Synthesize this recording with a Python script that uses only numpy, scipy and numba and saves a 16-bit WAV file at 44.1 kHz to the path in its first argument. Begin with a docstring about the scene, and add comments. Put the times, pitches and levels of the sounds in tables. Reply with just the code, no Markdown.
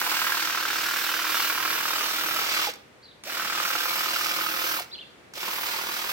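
"""A cordless hedge trimmer, its arrival drifting from the left ear to the right; the trigger is let go twice.
Each blade reversal knocks the gear case, the blades slide and snip twigs; the motor hums, and whines
as it starts and brakes. A near sparrow calls in the second pause and during the last run, a far one
in the first pause. Hedge and walls scatter tool and birds back, over a town hush of shaped noise."""
import sys
import numpy as np
from scipy import signal
from scipy.fft import rfft, irfft, next_fast_len
from scipy.io import wavfile
from scipy.ndimage import uniform_filter1d, map_coordinates
from numba import njit

SR = 44100
rng = np.random.default_rng(int(sys.argv[2]) if len(sys.argv) > 2 else 0)


def dump_mix(stems):
    """Bounce the given channels to the path in sys.argv[1] as a 16-bit WAV at rate SR."""
    frames = np.atleast_2d(stems).T  # one column per channel
    limited = np.clip(frames, -1, 1)  # hard clip at full scale
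    pcm = np.round(limited * 32767).astype(np.int16)
    wavfile.write(sys.argv[1], SR, pcm)


N = 269892
T = np.arange(N) / SR
STROKE_HZ = 39.3
DRONE_DB, PAN_DB = -42.7, -2.3  # case drone reference; left minus right
# trigger pulls: pressed t/s, released t/s, hum level/dB, start whine level/dB, brake whine level/dB
TRIGGER = [(-1, 2.643, -57, -40, -36), (3.238, 4.762, -58, -37, -41), (5.337, 7, -62, -44, -40)]


def undb(db):
    """Amplitude ratio of a level in dB."""
    return 10 ** (np.asarray(db) / 20)


def level(x, db):
    """Scale rows (shared, left, right) to the mean-square level one microphone hears."""
    return x * undb(db) / np.sqrt(np.mean(x[0] ** 2) + np.mean(x[1:] ** 2))


def read(table):
    """Columns of a curve table, interpolated to one value a sample."""
    s, *columns = np.transpose(table)
    return [np.interp(T, s, c) for c in columns]


def colour(x, spectrum):
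    """Filter x by (f/Hz, level/dB) points, linear in dB over log f."""
    hz, db = np.transpose(spectrum)
    size = next_fast_len(N)
    f = np.maximum(np.arange(size // 2 + 1) * SR / size, 1)
    gain = undb(np.interp(np.log(f), np.log(hz), db, -70, -70))
    return irfft(rfft(x, size) * gain, size)[..., :N]


@njit
def svf(x, hz, width):
    """State-variable band-pass with a moving centre, gain 1 there."""
    y, b, l, g, k = np.empty(len(x)), 0., 0., 0., 0.
    for i in range(len(x)):
        if i % 32 == 0:
            g, k = np.tan(np.pi * hz[i] / SR), width / hz[i]
        v = (b + g * (x[i] - l)) / (1 + g * (g + k))
        b, l, y[i] = 2 * v - b, l + 2 * g * v, k * v
    return y


def ring(x, modes, pitch, offsets_db):
    """Sum of resonances on each row, neighbours in opposite sign, each with its own level offset."""
    gains = [(-1) ** k * undb(mode[2] + more) for k, (mode, more) in enumerate(zip(modes, offsets_db))]
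    rows = []
    for row in x:
        rows.append(sum(g * svf(row, hz * pitch, 1. * width) for g, (hz, width, _) in zip(gains, modes)))
    return np.array(rows)


def walk(rate_hz):
    """Random values held 1 / rate_hz s, then slewed by two moving averages; spread near 1."""
    k = int(SR / rate_hz)
    held = np.repeat(rng.standard_normal(N // k + 1), k)
    return 1.3 * uniform_filter1d(uniform_filter1d(held, k), k)[:N]


def fade(x, tau_s):
    """Every impulse becomes an exponential tail."""
    return signal.lfilter([1], [1, -np.exp(-1 / (tau_s * SR))], x + 1e-18)


def ears(alike):
    """Noise in three rows: one both microphones share, one for each alone; alike is the shared power."""
    return rng.standard_normal((3, N)) * np.sqrt([[alike], [1 - alike], [1 - alike]])


def place(x, delay_ms, pan_db):
    """Direct sound at two spaced microphones; delay_ms is left after right."""
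    lag = delay_ms * SR / 2000 + np.zeros(N)
    pair = [map_coordinates(x, [np.arange(N) - side * lag], order=2, mode="nearest") for side in (1, -1)]
    return np.array(pair) * undb(np.outer([.5, -.5], pan_db))


def garden():
    """Far traffic and leaves as shaped noise, with a bass part common to left and right."""
    # hush spectrum: f/Hz, level/dB
    hush_spectrum = [(24, -27), (40, -13), (63, -4), (120, -2), (250, -1), (500, 0), (850, -6), (1600, -6),
                     (2300, -8), (3200, -13), (6300, -21), (10000, -26), (16000, -35)]
    noise = rng.standard_normal((3, N))
    bass = signal.lfilter([.05], [1, -.95], noise)
    hush = noise[1:] - .6 * bass[1:] + .9 * bass[0]
    hush = colour(hush, hush_spectrum) * undb(1.1 * walk(3))
    return hush * undb(-53) / hush.std()


def echo(x, t60_s, db, dull):
    """Dull tail of unrelated echoes from hedge and walls; dull is the one-pole coefficient."""
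    t = T[:SR // 2]
    tail = signal.lfilter([1], [1, -dull], rng.standard_normal((2, len(t))))
    tail *= undb(-60 * t / t60_s) * (t > .008)
    tail *= undb(db) / np.sqrt(np.sum(tail ** 2, axis=1, keepdims=True))
    return signal.oaconvolve(x, tail, axes=1)[:, :N]


def rustled(x):
    """Moving leaves scatter a whistle into a blurred band: random amplitude modulation."""
    return x * np.cos(.9 * walk(300)) * 1.2


def sparrow(notes, start_s, call_db, delay_ms):
    """Notes arch through three pitches in two rasping voices; the left carrier lags in phase."""
    upper_ratio = 1.12  # second voice over the first
    out = np.zeros((2, N))
    for s, length_s, from_hz, middle_hz, to_hz, db, upper_db in notes:
        first = int((start_s + s) * SR)
        u = np.linspace(0, 1, int(length_s * SR))
        arch = 1 - (2 * u - 1) ** 2
        f = from_hz + (to_hz - from_hz) * u + (middle_hz - (from_hz + to_hz) / 2) * arch
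        cycles = np.cumsum(f) / SR - np.outer([delay_ms / 1000, 0], f)
        jitter = rng.standard_normal(len(u))
        cycles = cycles + .55 * uniform_filter1d(uniform_filter1d(jitter, size=60), size=60)
        rough = rng.standard_normal((2, len(u)))
        rasp = 1 + 3.0 * uniform_filter1d(uniform_filter1d(rough, size=40), size=40)
        voices = rasp[0] * np.sin(2 * np.pi * cycles)
        voices += undb(upper_db) * rasp[1] * np.sin(2 * np.pi * upper_ratio * cycles)
        out[:, first:first + len(u)] += np.sin(np.pi * u) ** .7 * undb(call_db + db) * np.sqrt(2) * voices
    return out


def far_sparrow():
    """Four short notes, nearly in phase at both microphones."""
    # notes: t/s, length/s, from f/Hz, middle f/Hz, to f/Hz, level/dB, upper voice re lower/dB
    chirps = [(3.022, .036, 3800, 4650, 4150, -52, -16), (3.052, .02, 4350, 4050, 4250, -51, -18),
              (3.075, .033, 3250, 3950, 3350, -54, -18), (3.108, .016, 4000, 3550, 2950, -54, -10)]
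    return sparrow(chirps, 0, 0, .03)


def near_sparrow():
    """One seven-note call, given at each call time."""
    # notes: t from call start/s, length/s, from f/Hz, middle f/Hz, to f/Hz, level/dB, upper re lower/dB
    call = [(-.02, .024, 6000, 5300, 4800, -58, -20), (0, .016, 3250, 3850, 4250, -44, -12),
            (.013, .024, 4250, 4150, 4250, -38, -4), (.031, .02, 3600, 3250, 2800, -40, -20),
            (.068, .027, 2750, 3050, 3550, -41, -20), (.097, .012, 3900, 3300, 2900, -40, -20),
            (.106, .024, 2850, 2750, 2650, -47, -20)]
    # calls: t/s, level offset/dB
    call_times = [(4.912, 0), (5.694, -4)]
    return sum(sparrow(call, s, db, .335) for s, db in call_times)


def motor_speed():
    """0-1 for each pull: exponential run-up on pressing, even brake to a stop on release."""
    spin_up_s, brake_s = .056, .085
    pulls = []
    for on, off, *_ in TRIGGER:
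        run_up = 1 - np.exp(-np.clip(T - on, 0, None) / spin_up_s)
        pulls.append(run_up * np.clip(1 - (T - off) / brake_s, 0, 1))
    return np.array(pulls)


def reversals(strokes, odd_db):
    """Impulses at blade reversals, on a steady stroke clock: regular beat, and blows with rebounds."""
    at = np.flatnonzero(np.diff(np.floor(strokes)) > 0)
    chance = rng.standard_normal((len(at), 4))
    odd = np.where(np.floor(strokes[at + 1]) % 2, .5, -.5) * odd_db[at]
    beat, blows = np.zeros((1, N)) + 1e-18, np.zeros(N)
    beat[0, at] = undb(odd)
    blows[np.clip(at + (.0007 * SR * chance[:, 0]).astype(int), 0, N - 1)] = undb(odd + 1.2 * chance[:, 1])
    # play in the drive: the blade rebounds onto the cam about 0.3 stroke later
    later = at + (SR * (.0075 + .0015 * chance[:, 2])).astype(int)
    blows[np.clip(later, 0, N - 1)] = undb(odd - 8.5 + 3.0 * chance[:, 3])
    return beat, blows


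def gear_knock(blows, pitch, faces_db):
    """Blows and the rattle after them ring the gear case modes."""
    # case modes: f/Hz, width/Hz, level/dB
    case_modes = [(720, 150, -19), (930, 120, -7), (1060, 100, -3), (1320, 110, 0), (1570, 90, .5),
                  (1850, 250, -7), (2350, 400, -10), (2900, 600, -13)]
    # facing column used by each case mode
    case_face = [0, 0, 0, 1, 2, 3, 3, 3]
    # clean blow against rattle: t/s, blow strength/1
    crisp = [(0, .75), (2.6, .7), (3.3, .95), (3.9, .8), (4.8, .7), (5.4, .6), (6.12, .35)]
    rattle = (.42 * (fade(blows, .0036) - fade(blows, .0009)) + .06) * ears(.35)
    rattle[0] += read(crisp)[0] * fade(blows, .00018)
    return level(ring(rattle, case_modes, pitch * (1 + .03 * walk(35)), [faces_db[k] for k in case_face]), -.8)


def body_thump(beat):
    """Every stroke thumps the low body modes."""
    # body modes: f/Hz, width/Hz, level/dB
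    body_modes = [(197, 50, -15), (240, 50, -12), (355, 45, -7), (450, 60, -10)]
    thump = ring(beat, body_modes, np.ones(N), np.zeros(len(body_modes)))[0]
    return undb(DRONE_DB - 13) * thump / thump.std()


def blade_sliding(strokes, odd_db):
    """Friction gain within each stroke: blades slide fastest between reversals."""
    within_db = 1.1 * np.cos(2 * np.pi * (strokes % 1 - .3))
    alternate_db = .2 * odd_db * np.cos(np.pi * (strokes - .7))
    return undb(within_db + alternate_db + .8 * walk(14) + .55 * walk(6))


def twig_snips():
    """Twigs part in short random snips."""
    hits = rng.random(N) < 260 / SR  # 260 a second
    return fade(hits * undb(2.6 * rng.exponential(size=N)), .0012)


def blade_slide(blows, sliding, snips, pitch, blade_db):
    """Friction hiss and blade modes, excited by sliding, snips and blows."""
    # slide spectrum: f/Hz, level/dB per Hz
    slide_spectrum = [(700, -18), (1000, -8), (1300, -5), (2200, -1), (3300, -3), (5000, -3), (6000, -5),
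                      (7000, -10), (7600, -7), (8100, -13), (8480, -10), (9000, -15), (11000, -24)]
    # blade modes: f/Hz, width/Hz, level/dB
    blade_modes = [(2300, 220, 0), (2850, 250, 0), (3500, 300, -1), (4250, 350, -4), (4800, 350, -5),
                   (5600, 400, -5)]
    grit = (1 + .2 * snips + .3 * fade(np.roll(blows, 180), .005)) * sliding
    # the long blade sounds along its whole length, so its hiss differs from ear to ear
    hiss = level(colour(grit * ears(.35), slide_spectrum), -.9)
    # twigs touch and damp the blade, so its modes come and go
    damping_db = [2.2 * walk(30) for _ in blade_modes]
    blade = ring(grit * ears(.45), blade_modes, pitch * (1 + .025 * walk(9)), damping_db)
    return hiss + undb(blade_db) * level(blade, 0)


def top_hiss(sliding, snips):
    """Treble part of the sliding, softer in its swing and mostly separate in each ear."""
    # top spectrum: f/Hz, level/dB per Hz
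    top_spectrum = [(7000, -22), (9000, -10), (11000, -6), (12500, -1), (14000, 0), (16000, -1)]
    swing = (1 + .1 * snips) * sliding ** .6 * undb(1.1 * walk(7) + .6 * walk(18))
    return level(colour(swing * ears(.1), top_spectrum), .1) * undb([[0], [-1.5], [1.5]])


def case_drone(blows):
    """Low noise of the case, swelling after each blow."""
    # drone spectrum: f/Hz, level/dB per Hz
    drone_spectrum = [(90, -15), (160, -11), (250, -8), (400, -2), (460, -2), (570, 1), (670, -1),
                      (850, -2), (1200, -8)]
    swell = 1 + 1.1 * fade(np.roll(blows, 150), .006)
    return level(colour(swell * ears(.75), drone_spectrum), -2.5)


def motor_tones(pulls, speed):
    """Hum at motor rotation, and whine at its fourth order; returned apart."""
    gear_ratio, order = 8.1, 4  # motor turns per blade stroke; whine cycles per turn
    _, off, hum_db, start_db, brake_db = np.transpose(TRIGGER)[:, pulls.argmax(axis=0)]
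    turns = np.cumsum(speed * gear_ratio * STROKE_HZ * (1 + .0025 * walk(5))) / SR
    hum = np.sqrt(2) * undb(hum_db + 1.2 * walk(6)) * speed ** 4 * np.sin(2 * np.pi * turns)
    # the whine peaks while it sweeps through a case resonance at 640 Hz
    whine_hz = np.maximum(speed, 1e-3) * order * gear_ratio * STROKE_HZ
    passing = np.exp(-(np.log(whine_hz / 640) / .27) ** 2)
    # it wavers as it rises and judders under the brake
    braking = T > off
    rough = np.where(braking, 1.2, .8)
    whine_gain = undb(np.where(braking, brake_db, start_db) + 4.0 * rough * walk(150))
    whine = whine_gain * passing * np.sin(2 * np.pi * order * turns + 1.1 * rough * walk(250))
    return hum, whine


def switch_clicks():
    """Switch clicks and loose clatter: fading noise bursts, band-passed broadly at 2600 Hz."""
    # clicks: t/s, burst level/dB before the band-pass
    click_times = [(2.7, -29), (2.715, -33), (2.737, -30), (2.755, -39), (3.237, -30), (4.796, -21),
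                   (4.82, -32), (4.843, -36), (5.337, -30), (6.1, -24)]
    clicks = np.zeros(N)
    for s, db in click_times:
        clicks[int(s * SR)] = undb(db)
    return svf(fade(clicks, .005) * rng.standard_normal(N), np.full(N, 2600.), 6000.)


def brake_jolts():
    """The brake grabs in jolts that ring the motor mount as decaying sines."""
    # jolts: t/s, level before the envelope/dB, f/Hz
    jolt_times = [(2.672, -20, 820), (2.685, -25, 680), (2.697, -32, 560), (4.789, -22, 950),
                  (4.8, -31, 800), (4.806, -29, 600)]
    out, t = np.zeros(N), T[:2000]
    for s, db, hz in jolt_times:
        envelope = np.exp(-t / .0045) * np.minimum(t / .001, 1)
        out[int(s * SR):][:len(t)] += undb(db) * envelope * np.sin(2 * np.pi * hz * t)
    return out


def lawn_echo(tool, delay_ms, db):
    """The lawn mirrors the lows (below about 800 Hz) a moment later."""
    mirrored = [map_coordinates(row, [np.arange(N) - delay_ms * SR / 1000], order=1) for row in tool]
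    return undb(db) * signal.lfilter(*signal.butter(2, 800, fs=SR), mirrored)


def trimmer():
    """All parts of the tool, summed in shared/left/right rows, then placed at two microphones."""
    # sweep: t/s, strokes gained on the even pace/1, left ear delay/ms, odd over even stroke/dB,
    # case pitch factor as the tool turns/1
    sweep = [(0, .27, -.1, 7, 1.0), (.2, .28, -.11, 2, 1.0), (.55, .26, -.05, 0, 1.02),
             (.8, .07, -.02, .5, 1.03), (1.8, -.08, .08, 1.5, 1.02), (2.66, 0, .17, 0, .98),
             (3.36, .34, .09, -.3, 1.01), (3.85, .31, .14, -3.8, .99), (4.25, .38, .17, -3, .97),
             (4.78, .56, .19, 2, .97), (5.44, -.51, .16, 8, .94), (5.7, -.55, .19, 6, .89),
             (6.12, -.53, .19, 1, .92)]
    # work at full speed, before layer trims: t/s, knock level/dB, sliding level/dB, top hiss level/dB
    work = [(0, -30.2, -29.2, -33), (.26, -29.2, -29.5, -34.7), (.48, -30.9, -31.3, -36.2),
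            (.8, -30.2, -30.5, -35.3), (1.05, -30.6, -30.8, -35.7), (1.3, -30.3, -30.6, -34.2),
            (1.9, -30, -29.6, -35.3), (2.06, -31.5, -30.6, -35.2), (2.25, -30.5, -29.7, -33.5),
            (2.62, -30.7, -29.1, -35), (3.4, -31.7, -32.3, -37), (3.62, -29.8, -31, -36.4),
            (3.85, -31.8, -30.8, -35.6), (4.35, -31.3, -30.8, -34.7), (4.53, -31.4, -32.7, -36.3),
            (4.75, -30.9, -30.6, -34.7), (5.47, -34.6, -33.5, -37.7), (5.8, -34, -33, -37),
            (6.085, -34.4, -32.3, -36.3), (6.105, -29, -28, -33), (6.12, -30, -29, -34)]
    # what the microphones face as the tool turns: t/s, low case modes/dB, middle mode/dB, high mode/dB,
    # upper modes/dB, blade ring/dB, drone/dB, ground echo delay/ms, ground echo/dB
    facing = [(0, 1, 0, 0, 1, -5, 0, 5.5, -16), (.4, 0, 0, 1, 0, -6, -1, 5.5, -16),
              (.9, -2, 0, 2, -1, -5, -1, 5.5, -16), (1.3, 0, 1, 0, 0, -5, -1, 5.8, -15),
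              (1.8, 0, 0, 0, 0, -5, 1, 6.3, -13), (2.2, -2, 1, -3, 0, -3, 2, 6, -12),
              (2.65, -2, 0, -3, 0, -3, 1, 5.9, -11), (3.35, -5, 0, -2, 0, -4, 1, 5.6, -12),
              (3.75, -2, 1, -1, 0, -3, 1, 5.5, -7), (4.2, -2, 0, -1, -1, -3, 0, 5.45, -6),
              (4.75, -5, 0, 0, -1, -4, 1, 5.4, -6), (5.45, 1, -1, -2, 2, -5, -1, 5.3, -10),
              (6.12, 1, -2, -2, 0, -7, -1, 5.2, -10)]
    pulls = motor_speed()
    speed = pulls.max(axis=0)
    gained, delay_ms, odd_db, pitch = read(sweep)
    knock_db, slide_db, top_db = read(work)
    *faces_db, blade_db, drone_db, ground_ms, ground_db = read(facing)
    strokes = STROKE_HZ * T + gained + .21
    beat, blows = reversals(strokes, odd_db)
    sliding, snips = blade_sliding(strokes, odd_db), twig_snips()
    # the knock needs speed to build up
    tool = undb(knock_db) * gear_knock(blows, pitch, faces_db) * speed ** 1.2
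    tool += undb(slide_db) * blade_slide(blows, sliding, snips, pitch, blade_db)
    tool += undb(top_db) * top_hiss(sliding, snips) * speed ** .3
    tool += undb(DRONE_DB + drone_db) * case_drone(blows)
    hum, whine = motor_tones(pulls, speed)
    tool[0] += body_thump(beat) + hum
    tool *= speed ** .8
    tool[0] += whine + switch_clicks() + brake_jolts()
    tool += lawn_echo(tool, ground_ms, ground_db)
    return place(tool[0], delay_ms, PAN_DB) + tool[1:] * undb(np.outer([.5, -.5], PAN_DB))


def scene():
    """Tool and sparrows with their echoes, over the garden."""
    tool, near, far = trimmer(), near_sparrow(), far_sparrow()
    tool_echo = echo(tool, .4, -15, .5)
    bird_echo = echo(rustled(near + undb(5.0) * far), .5, -7, .2)
    return tool + tool_echo + near + far + bird_echo + garden()


def record(dry):
    """The phone cuts the top: steep elliptic low-pass at 16050 Hz."""
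    return signal.sosfilt(signal.ellip(12, .2, 75, 16050, fs=SR, output="sos"), dry)


dry = scene()
out = record(dry)
dump_mix(out)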